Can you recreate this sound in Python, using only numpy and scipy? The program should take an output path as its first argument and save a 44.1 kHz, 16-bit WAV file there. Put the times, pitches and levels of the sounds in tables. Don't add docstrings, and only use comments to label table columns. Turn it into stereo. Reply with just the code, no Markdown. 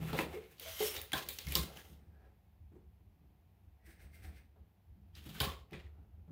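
import sys
import numpy as np
from scipy import signal
from scipy.fft import rfft, irfft
from scipy.io import wavfile
from scipy.ndimage import uniform_filter1d

SR = 44100
rng = np.random.default_rng(int(sys.argv[2]) if len(sys.argv) > 2 else 0)


def wav_record(signal):
    frames = np.transpose(np.atleast_2d(signal))
    bounded = np.clip(frames, -1, 1)
    quanta = np.round(bounded * 32767).astype(np.int16)
    wavfile.write(sys.argv[1], SR, quanta)


def convert_level_to_amplitude(level_db):
    exponent = np.asarray(level_db, float) / 20
    return 10 ** exponent


N = 278347

# time of full load in s, length in s, level in dB.
LEANS = [(.09, 0.18, -51), (0.3, 0.21, -53), (0.708, 0.14, -55), (0.866, .1, -57), (0.997, 0.18, -53),
         (1.157, 0.08, -54.5), (1.29, 0.19, -56), (1.479, 0.06, -44), (1.592, 0.12, -44),
         (1.9, 0.42, -58.5), (2.089, 0.11, -55.5), (2.24, 0.26, -58), (2.635, 0.21, -53.5),
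         (2.868, 0.19, -57.5), (3.061, .15, -58.5), (3.305, 0.42, -62.5), (3.679, .14, -55.5),
         (3.882, 0.086, -54), (4.052, 0.094, -51.5), (4.266, 0.28, -50), (4.61, 0.057, -53),
         (4.914, 0.057, -49.5), (5.04, 0.099, -59.5), (5.193, 0.35, -55), (5.422, 0.032, -35),
         (5.479, 0.1, -42.5), (5.605, 0.092, -54), (5.85, 0.23, -51), (5.988, 0.059, -49),
         (6.182, 0.37, -53.5)]
# time of full load in s, length in s, level in dB.
STEPS = [(0, 0.32, -41.5), (0.124, 0.17, -41.5), (0.856, 0.044, -55), (1.137, 0.12, -46),
         (1.482, 0.21, -45.5), (1.593, 0.12, -42.5), (1.764, 0.047, -53.5), (1.904, 0.15, -56.5),
         (2.002, 0.31, -65), (2.736, 0.13, -59), (2.999, .3, -72), (3.216, 0.16, -65.5), (3.9, 0.31, -70.5),
         (4.06, 0.4, -64.5), (4.256, 0.31, -64.5), (4.618, .08, -68), (4.968, 0.26, -66.5),
         (5.171, 0.17, -58.5), (5.267, 0.22, -49.5), (5.358, 0.19, -52), (5.471, 0.05, -41.5),
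         (5.74, 0.058, -44.5), (5.987, 0.16, -66), (6.185, 0.31, -68), (6.31, 0.17, -50)]
# frequency in Hz, width in Hz, level in dB.
JOISTS = [(64.5, 8.1, 3.5), (75.04, 5, 11), (88, 6.7, 0.5)]
# frequency in Hz, width in Hz, level in dB.
BOARDS = [(138, 19, -4), (161, 6.9, -3.5), (197.5, 8.5, -6.5), (265.9, 60, -12)]
# start in s, frequency in Hz, peak in dB, T60 in s.
FLOOR_SWINGS = [(.001, 161.3, -36.5, 0.39), (.13, 161, -35, 0.2), (1.452, 70.2, -34, .8),
                (1.465, 159.8, -42, .4), (1.551, 65.4, -35.5, 0.42), (1.556, 156.4, -37, 0.26),
                (2.712, 200, -57, .08), (1.6, 72, -47, .5), (4.242, 74.4, -42, 0.36),
                (5.404, 131, -29, 0.16), (5.407, 60.2, -32, 0.42), (5.714, 165.4, -43.5, 0.2),
                (6.275, 165, -47.5, 0.32)]
# start in s, frequency in Hz, peak in dB, T60 in
# s.
LOOSE_RINGS = [(.131, 675, -36.5, 0.055), (0.188, 2620, -31, 0.08), (0.186, 310, -34, 0.2),
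               (.327, 440, -40.5, 0.1), (0.34, 365, -43.5, 0.3), (.33, 2160, -52.5, 0.29),
               (0.36, 438, -43, 0.18), (0.61, 460, -54.5, 0.4), (0.646, 575, -55, 0.33),
               (.66, 650, -53.5, 0.38), (0.806, 370, -47, 0.4), (0.804, 425, -33, 0.17),
               (0.964, 3700, -38, 0.08), (1.015, 14800, -37, 0.02), (1.132, 1628, -35.5, 0.2),
               (1.1325, 3420, -22, 0.031), (1.133, 770, -45.5, 0.3), (1.15, 1055, -45.5, 0.29),
               (1.555, 426, -36, 0.1), (1.553, 3000, -31, 0.05), (2.75, 365, -56.5, 0.25),
               (5.4035, 3170, -31, 0.077), (5.404, 399.4, -41.5, 0.19), (5.406, 1060, -42, 0.36),
               (5.72, 354, -53, 0.38), (5.731, 1950, -49.5, 0.075), (5.732, 2470, -50, 0.14),
               (5.734, 5200, -61, .03), (5.8638, 1900, -61.5, 0.055), (5.35, 1500, -56, .2),
               (5.292, 3790, -56, .12), (5.405, 1590, -36.5, 0.068), (5.416, 11200, -36.5, 0.042),
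               (5.405, 770, -45, 0.18), (.19, 510, -38, 0.093), (.05, 360, -47, 0.13),
               (1.553, 4450, -30, 0.08), (1.288, 4050, -36, 0.05), (1.133, 305, -40, .15),
               (1.19, 360, -48.5, 0.295), (1.553, 5300, -28, .05), (.96, 430, -53, 0.26),
               (.85, 600, -49, .2), (5.406, 290, -42.5, .2), (4.24, 315, -59.5, 0.31),
               (3.87, 330, -65.5, 0.36), (2.718, 330, -57, .12), (1.56, 340, -42, .2),
               (.964, 15300, -38, .03), (5.404, 3900, -30, .05), (1.555, 5700, -42, .2),
             (1.47, 2150, -48, .12), (1.775, 1650, -57, .12), (1.556, 1050, -41, .17),
             (.189, 2050, -35, .06), (1.133, 3850, -31, .05), (.188, 950, -36, .1), (.805, 750, -43, .12),
             (.085, 1350, -50, .15)]
# time of full pressure in s, swell in s, fade in s, scrape in dB,
# hiss in dB re scrape.
TOOL_STROKES = [(.06, .3, .3, -68.5, 5), (0.213, 0.21, 0.056, -43, -4.5), (.368, 0.36, 0.14, -61, -5),
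                (0.519, 0.17, 0.11, -70, 0), (.62, 0.034, 0.5, -57.5, 1), (.7, 0.074, 0.45, -54, 0.5),
                (.77, 0.16, 0.24, -53, 3.5), (0.86, 0.17, 0.17, -44, 5), (.95, 0.27, 0.087, -61.5, -4),
                (1.1, 0.068, 0.04, -69.5, -17.5), (1.17, 0.052, 0.15, -50, -1),
                (1.33, .03, 0.18, -60.5, 5.5), (1.41, .05, 0.079, -65, 3), (1.49, 0.024, .4, -61, 3),
                (1.633, 0.33, 0.044, -52, 1), (1.787, 0.26, 0.13, -63, -1.5), (1.9, 0.18, 0.11, -71, 3.5)]
# time of full pressure in s, swell in s, fade in s, scrape in dB,
# hiss in dB re scrape.
GLOVE_STROKES = [
    (2.265, 0.21, 0.082, -82.5, -13.5),
    (2.73, 0.053, .1, -96, -16),
    (3.865, .03, 0.12, -71, 0),
    (3.91, 0.076, 0.082, -67, -2.5),
    (4.022, 0.085, 0.11, -68, -3),
    (4.15, 0.048, 0.099, -67.5, -1.5),
    (4.248, 0.074, 0.12, -63, -3.5),
    (4.37, 0.088, 0.095, -67.5, -6.5),
]
# time of full pressure in s, swell in s, fade in s, scrape in dB,
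# hiss in dB re scrape.
PULL_STROKES = [
    (5.165, 0.027, 0.13, -65, -4.5),
    (5.25, 0.055, 0.13, -64, -1),
    (5.3, 0.06, .1, -60.5, -3.5),
    (5.35, 0.12, 0.077, -57.5, -2.5),
    (5.39, 0.042, 0.044, -62, -2),
    (5.44, .06, 0.098, -45, -5.5),
    (5.52, .05, .1, -62, -6),
    (5.722, 0.016, .03, -69, -12),
    (5.744, 0.033, 0.073, -58, -17),
    (5.801, 0.065, 0.12, -68.5, -16),
]
# time of full pressure in s, swell in s, fade in s, level in dB.
PIPE_SHAKES = [(.225, 0.59, 0.18, -39), (.4, .3, 0.5, -60.5), (.696, 0.048, 0.21, -54),
               (.95, 0.12, 0.14, -42.5), (1.15, 0.03, 0.13, -38), (1.25, 0.32, 0.23, -64),
               (1.63, 0.33, 0.13, -48), (1.7, 0.17, 0.31, -48), (1.95, 0.34, 0.18, -66.5),
               (2.264, 0.28, 0.13, -60), (2.73, 0.03, 0.17, -68), (3.896, .1, 0.11, -60.5),
               (4.022, 0.07, 0.17, -61), (4.17, .1, 0.36, -63), (4.248, 0.042, 0.15, -51.5),
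               (4.564, 0.028, 0.23, -67.5), (5.289, 0.072, 0.44, -53.5), (5.42, .02, 0.13, -35.5),
               (5.53, 0.22, 0.064, -60.5), (5.74, 0.045, 0.16, -53.5), (5.95, 0.32, 0.46, -64.5)]
# time in s, left-right difference in dB.
HANDS = [
    (0, 2),
    (.55, 8),
    (.8, 2.5),
    (1.2, 7.5),
    (1.6, 6),
    (2.3, 10),
    (4.1, 7.5),
    (5.3, 6.5),
    (5.5, 8),
]
# frequency in Hz, density in dB per Hz.
CASE_COLOUR = [(530, -26), (900, -19), (981, -5), (1170, -10.5), (1350, -10.5), (1710, -4.5), (2630, -2.5),
               (2870, -6), (7000, -25), (9100, -37), (15400, -120)]
# frequency in Hz, density in dB per Hz.
BLADE_COLOUR = [(530, -37.5), (900, -13.5), (1510, -11.5), (1630, -11), (2840, -2.5), (3150, -1),
                (4080, -7), (5180, -11.5), (5900, -8.5), (7000, -12), (9100, -47), (15400, -120)]
# frequency in Hz, density in dB per Hz.
GLOVE_COLOUR = [(800, -24), (1200, -19), (1650, -0.5), (1900, -3.5), (2150, -2), (2550, -5), (3000, -12),
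                (4000, -15), (6000, -17), (8000, -39.5)]
# frequency in Hz, density in dB per Hz.
PULL_COLOUR = [(500, -22), (1160, -5), (1550, -4), (2390, -2), (3100, 2), (3700, -4), (4500, -8.5),
               (6000, -13), (7500, -17.5), (10000, -40)]
# frequency in Hz, density in dB per Hz.
BLADE_HISS = [(4000, -22), (5500, -2.5), (6500, -3), (7500, -10.5), (9500, -5), (12000, -2), (13800, -4),
              (15500, -0.5)]
# frequency in Hz, density in dB per Hz.
GLOVE_HISS = [(4000, -11), (5500, -2), (7500, -9.5), (8600, 0), (9600, -3.5), (12000, -2), (13800, -3),
              (15500, -1)]
# frequency in Hz, width in Hz, level in dB.
PIPE = [(324, 27, -31), (417, 180, 5.5), (570, 270, 0.5), (745, 160, 9), (872.6, 390, -4.5), (1310, 200, 4)]
# frequency in Hz, width in Hz, level in dB.
BLADE = [(1630, 60, -8), (2150, 100, -3), (3150, 450, -3), (5500, 300, -6)]
# start in s, peak in dB, hollow knock in dB re peak,
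# left-right difference in dB.
BUMPS = [
    (.131, -31, 0.9, 5.5),
    (.189, -29, 0, 12.5),
    (.327, -48.5, 5, 0),
    (.806, -30, -9, 7),
    (2.72, -80, 5.5, 2.5),
    (4.562, -74.5, 9, 4),
    (5.722, -55, 7, 3),
    (5.863, -70, 1.5, 11),
    (6.279, -74, 13, 5),
]
# start in s, peak in dB, crack centre in Hz, bright tick in dB re peak,
# left-right difference in dB.
CLICKS = [(0.583, -52, 3100, -17, 6), (.5975, -41, 3270, -5, 8), (.6605, -43, 2205, -14, 4),
          (0.795, -36, 3390, -30, 12), (0.942, -34, 2760, -9, 2), (.9643, -31.5, 3170, -20, 9.5),
          (1.0155, -39, 2663, -4, 7.5), (1.12, -35, 2734, -17, 8), (1.132, -25, 3700, -10.5, 0),
          (1.288, -28, 4000, -7, 5), (1.387, -33, 4000, -13.5, 10.5), (1.469, -39, 3340, -10, 3),
          (1.485, -41.5, 4983, -4, 0), (1.522, -27, 3700, -10, 1.2), (1.5535, -17, 4500, -8.5, 1),
          (1.773, -42, 2170, -10.5, 1), (5.1525, -46.5, 3910, -22, 6), (5.241, -53.5, 3184, -10, 0),
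          (5.2914, -47.5, 3870, -13, 1), (5.403, -22.5, 3600, -12.5, 4.5), (5.408, -29.5, 3300, -16, 3),
          (5.417, -35.5, 3270, -8, -1), (5.71, -61.5, 3080, -10.5, 4), (5.7315, -39, 2320, -31.5, 4),
          (5.759, -50, 2350, -25, 4)]
# time of full pressure in s, swell in s, fade in s, frequency in Hz,
# level in dB.
SONGS = [(.62, .04, .4, 3150, -60), (.71, .1, .12, 3250, -57), (.797, .04, .15, 3120, -47),
         (.67, .06, .1, 6200, -59), (.74, .08, .08, 5900, -57), (.865, .06, .1, 5470, -46),
         (.77, .08, .08, 12300, -54), (.85, .05, .1, 8900, -54), (.88, .1, .07, 3320, -52),
         (.885, .1, .06, 11900, -52), (.67, .05, .15, 2200, -58), (2.15, .05, .1, 1600, -78),
         (2.24, .15, .1, 1650, -73), (5.48, .03, .06, 1090, -48), (3.88, .07, .14, 1950, -68),
         (3.9, .08, .07, 2300, -71), (3.9, .08, .12, 1660, -74), (4.01, .07, .09, 2100, -69),
         (4.137, .03, .09, 2130, -65), (4.24, .05, .08, 2250, -67)]
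# frequency in Hz, density in dB per Hz.
ROOM_TONE = [(60, -33), (100, -5.5), (125, -21), (200, -17.5), (260, -29), (330, -26), (590, -32.5),
             (750, -25.5), (1250, -37.5), (2500, -38), (5000, -47.5), (8500, -54), (12500, -43),
             (16000, -44)]
# frequency in Hz, left-right likeness from 0 to 1.
LIKENESS = [(100, 0.97), (160, 0.95), (300, 0.55), (500, .4), (1000, 0.052), (4000, 0.034)]
# frequency in Hz, T60 in s.
ROOM_T60 = [(125, 0.086), (500, 0.29), (2000, 0.26), (6000, 0.27), (14000, 0.22)]

DRAG_S, GLOVE_S, PULL_S = (.57, 5.7), (2.0, 4.9), (5.0, 5.7)
PULL_FADE_S = .13
SWELL_DB = 20
HISS_STEEPER = 1.266
LEAN_SWELL, STEP_SWELL = .9, 0.11
JOIST_REST_DB, BOARD_REST_DB = -78, -79.5
FLOOR_PAN_DB = 1.8
BLADE_RING_DB = -11
PIPE_LOW_HZ = 290
CHATTER_S = .0031
CLICK_KNOCK_DB = -21
BUMP_HZ, BUMP_TICK_DB = 2660, -20.5
CLICK_EDGE_DB = -11.5
FREE_S, FREE_EDGE_DB = (1.25, 1.6), -3
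STRUCK_SHARE, RATTLE_SHARE = 0.89, 0.6
THIN_HZ, THIN_STRUCK_SHARE, THIN_RATTLE_SHARE = 650, .35, 1.
SONG_Q = 15
ROOM_TONE_DB = -75.5
MIC_LOW_HZ, EDGE_HZ, CUTOFF_HZ = 52.3, 15950, 16900


def butter(order, hz, kind, x):
    return signal.sosfilt(signal.butter(order, hz, kind, fs=SR, output="sos"), x)


def rms_one(x):
    return x / np.sqrt(np.mean(x ** 2) + 1e-20)


def at_hz(points, hz):
    table_hz, values = np.transpose(points)
    return np.interp(np.log(hz + 1), np.log(table_hz), values)


def colour(x, spectrum):
    n = x.shape[-1]
    gain = convert_level_to_amplitude(at_hz(spectrum, np.fft.rfftfreq(n, 1 / SR)))
    return rms_one(irfft(rfft(x) * gain, n))


def diffuse(length):
    mid, side = rfft(rng.standard_normal((2, length)))
    alike = np.clip(at_hz(LIKENESS, np.fft.rfftfreq(length, 1 / SR)), -1, 1)
    return irfft(np.sqrt(1 + alike) * mid + np.sqrt(1 - alike) * side * [[1], [-1]], length)


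def drift(rate):
    knots = rng.standard_normal(int(N / SR * rate) + 2)
    return np.interp(np.arange(N) / SR * rate, np.arange(len(knots)), knots)


def ring(x, hz, t60):
    r = convert_level_to_amplitude(-60 / (t60 * SR))
    w = 2 * np.pi * min(hz, .45 * SR) / SR
    return signal.lfilter([0, np.sin(w)], [1, -2 * r * np.cos(w), r * r], x + 1e-18)


def resonate(x, peaks):
    total = 0
    for hz, width, db in peaks:
        t60 = np.log(1000) / np.pi / width
        total = total + convert_level_to_amplitude(db) * rms_one(ring(x, hz, t60))
    return rms_one(total)


def grains(per_s, spread_db):
    sizes = convert_level_to_amplitude(spread_db * np.minimum(rng.exponential(1, N), 5)) * rng.choice([-1, 1], N)
    return sizes * (rng.random(N) < per_s / SR)


def spread(per_s, spread_db, alike):
    shared = alike * grains(per_s, spread_db)
    return shared + np.array([grains(per_s, spread_db), grains(per_s, spread_db)])


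def pressure(s, swell, fade, level_db, steeper=1):
    t = np.arange(0, N + 32, 32)[:, None] / SR
    climbing = (s - t) / np.maximum(swell, .01)
    falling = (t - s) / np.maximum(fade, .01)
    away = np.maximum(climbing, falling)
    gain = np.sqrt(np.sum(convert_level_to_amplitude(level_db - SWELL_DB * steeper * away) ** 2, axis=1))
    return np.interp(np.arange(N) / SR, t[:, 0], gain)


def place(x, pan_db, lag):
    left, right = np.broadcast_to(x, (2, x.shape[-1]))
    late = np.interp(np.arange(len(right)) - lag, np.arange(len(right)), right)
    return np.array([left * convert_level_to_amplitude(pan_db / 2), late * convert_level_to_amplitude(-pan_db / 2)])


def floor():
    lean_s, lean_length, lean_db = np.transpose(LEANS)
    step_s, step_length, step_db = np.transpose(STEPS)
    leaning = convert_level_to_amplitude(JOIST_REST_DB) + pressure(lean_s, LEAN_SWELL * lean_length, lean_length, lean_db)
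    stepping = convert_level_to_amplitude(BOARD_REST_DB) + pressure(step_s, STEP_SWELL * step_length, step_length, step_db)
    push = diffuse(N)
    joists = resonate(push, JOISTS)
    joist_lumps = np.sqrt(uniform_filter1d(np.mean(joists ** 2, axis=0), size=2600) + .05)
    boards = resonate(push, BOARDS)
    board_lumps = np.sqrt(uniform_filter1d(np.mean(boards ** 2, axis=0), size=1600) + .05)
    return leaning * rms_one(joists / joist_lumps ** .7) + stepping * rms_one(boards / board_lumps ** .6)


def rings():
    out, t = np.zeros((2, N + SR)), np.arange(SR) / SR
    for s, hz, peak_db, t60 in LOOSE_RINGS + FLOOR_SWINGS:
        at, loose = round(s * SR), hz > 250
        jolts = np.diff(rng.standard_normal(SR + 4000))
        rattle = rms_one(ring(jolts, hz, t60=np.clip(27.0 / hz, .015, .1))[-SR:])
        rattle = rattle / np.sqrt(np.average(rattle ** 2, weights=convert_level_to_amplitude(-60 * t / t60)))
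        clean = np.sin(2 * np.pi * hz * t)
        if hz > THIN_HZ:
            swing = THIN_RATTLE_SHARE * rattle + THIN_STRUCK_SHARE * clean
        elif loose:
            swing = RATTLE_SHARE * rattle + STRUCK_SHARE * clean
        else:
            swing = clean
        mode = convert_level_to_amplitude(peak_db - 60 * t / t60) * (1 - np.exp(-t * hz / 1.2)) * swing
        out[:, at:at + SR] += place(mode, pan_db=6.0 if loose else 1.2, lag=4.7)
    return out[:, :N]


def strokes():
    s, swell, fade, scrape_db, hiss_db = np.transpose(TOOL_STROKES + GLOVE_STROKES + PULL_STROKES)
    fade = np.where(s > PULL_S[0], np.minimum(fade, PULL_FADE_S), fade)
    rubbing = pressure(s, swell, fade, scrape_db)
    hissing = pressure(s, swell, fade, scrape_db + hiss_db, HISS_STEEPER)
    shaking = pressure(*np.transpose(PIPE_SHAKES))
    t = np.arange(N) / SR
    pan_db = np.interp(t, *np.transpose(HANDS))
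    gloved = (t > GLOVE_S[0]) & (t < GLOVE_S[1])
    dragging = (t < DRAG_S[0]) | (t > DRAG_S[1])
    pulling = (t > PULL_S[0]) & (t < PULL_S[1])
    slips = spread(1200, spread_db=1.0, alike=0.6125)
    fine = spread(5000, spread_db=0.5, alike=1.5)
    blade = 0
    for mode in BLADE:
        favour_db = 5 * np.minimum(drift(14), 1.2)
        blade = blade + convert_level_to_amplitude(mode[2] + favour_db) * resonate(slips, [mode])
    scrape = colour(slips, BLADE_COLOUR) + convert_level_to_amplitude(BLADE_RING_DB) * blade
    scrape = np.where(gloved, colour(slips, GLOVE_COLOUR), scrape)
    scrape = np.where(dragging, colour(slips, CASE_COLOUR), scrape)
    scrape = np.where(pulling, colour(slips, PULL_COLOUR), scrape)
    hiss = np.where(gloved, colour(fine, GLOVE_HISS), colour(fine, BLADE_HISS))
    pipe = resonate(spread(800, spread_db=2.5, alike=0.99), PIPE)
    pipe = butter(4, PIPE_LOW_HZ, "high", pipe)
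    judder = convert_level_to_amplitude(np.where(gloved, .8, 3.0) * np.clip(drift(60), -2, 1.6))
    near = judder * (convert_level_to_amplitude(2.5) * rubbing * scrape + convert_level_to_amplitude(5.5) * hissing * hiss + convert_level_to_amplitude(-9.5) * shaking * pipe)
    return place(near, pan_db, lag=11.0)


def contact(peak_db, hz, tick_db, knock_db, edge_db):
    length = 4000
    t = np.arange(length) / SR
    chatter = rng.standard_normal((3, length)) * np.sqrt(rng.exponential(1, length))
    chatter = chatter * (1 - np.exp(-t / .0005)) * np.exp(-t / CHATTER_S)
    impulse = np.broadcast_to(1. * (t == 0), chatter.shape)
    blows = np.stack([chatter, impulse], axis=1)
    crack = butter(2, [0.59 * hz, 1.396 * hz], "band", blows[0])
    tick = butter(2, 10000, "high", blows[1])
    knock = np.array([resonate(blow, PIPE) for blow in blows[2]])
    edge = butter(2, [5000, 9000], "band", blows[1])
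    levels_db = [(-9, -14), (tick_db + 4.5, tick_db - 3.5),
                 (knock_db - 4.5, knock_db - 4.5), (edge_db, edge_db - 7.0)]
    hit = 0
    for level_db, part in zip(levels_db, [crack, tick, knock, edge]):
        unit = part / np.sqrt(np.sum(part ** 2, axis=1, keepdims=True))
        hit = hit + convert_level_to_amplitude(level_db)[:, None] * unit
    return convert_level_to_amplitude(peak_db + 22.5) * hit


def clicks():
    near, far = np.zeros((2, N + 4000)), np.zeros(N + 4000)
    contacts = [(s, db, hz, tick, CLICK_KNOCK_DB, pan) for s, db, hz, tick, pan in CLICKS]
    contacts += [(s, db, BUMP_HZ, BUMP_TICK_DB, knock, pan) for s, db, knock, pan in BUMPS]
    for s, peak_db, hz, tick_db, knock_db, pan_db in sorted(contacts):
        free = FREE_S[0] < s < FREE_S[1]
        edge_db = tick_db + (FREE_EDGE_DB if free else CLICK_EDGE_DB)
        hit = contact(peak_db, hz, tick_db, knock_db, edge_db)
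        at = round((s - .001) * SR)
        span = slice(at, at + hit.shape[1])
        near[:, span] += place(hit[0], pan_db, lag=rng.uniform(-18.5, 15))
        far[span] += hit[1]
    return near[:, :N], far[:N]


def songs():
    slips, out = spread(1500, spread_db=2.0, alike=1.0), 0
    for s, swell, fade, hz, level_db in SONGS:
        mode = [(hz, hz / SONG_Q, 0)]
        narrow = resonate(resonate(slips, mode), mode)
        out = out + pressure(s, swell, fade, level_db) * narrow
    return place(out, pan_db=6.0, lag=9.0)


def room(x):
    length = 26000
    edges = 90 * 2 ** np.arange(0, 8.)
    t, white, tail = np.arange(length) / SR, diffuse(length), 0
    for low, high in zip(edges, np.minimum(2 * edges, 20000)):
        band = butter(2, [low, high], "band", white)
        tail = tail + band * convert_level_to_amplitude(-60 * t / at_hz(ROOM_T60, np.sqrt(low * high)))
    tail = tail * (1 - np.exp(-(t / 0.0088) ** 2))
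    tail = tail / np.sqrt(np.sum(tail ** 2) / 2)
    wet = signal.fftconvolve(x.mean(axis=0)[None], tail, axes=1)[:, :N]
    return wet * convert_level_to_amplitude(np.array([[1.5], [-1.5]]))


def scene():
    modes = rings()
    rubs = strokes() + songs()
    hits, hits_far = clicks()
    tone = convert_level_to_amplitude(ROOM_TONE_DB + 4.5 + 0.36 * drift(3.6)) * colour(diffuse(N), ROOM_TONE)
    reverb = room(convert_level_to_amplitude(-4.5) * rubs + convert_level_to_amplitude(7.0) * hits_far + convert_level_to_amplitude(-5.5) * modes)
    return rubs + hits + modes + reverb + place(floor() + tone, FLOOR_PAN_DB, lag=0)


def low_pass(x):
    return signal.sosfilt(signal.butter(12, 16800, fs=SR, output="sos"), x)


def record(dry):
    thin = butter(3, MIC_LOW_HZ, "high", dry)
    shelf = signal.sosfilt(signal.cheby2(8, 22, EDGE_HZ, fs=SR, output="sos"), thin)
    cut = signal.sosfilt(signal.cheby2(12, 60, CUTOFF_HZ, fs=SR, output="sos"), shelf)
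    return low_pass(cut)


dry = scene()
out = record(dry)
wav_record(out)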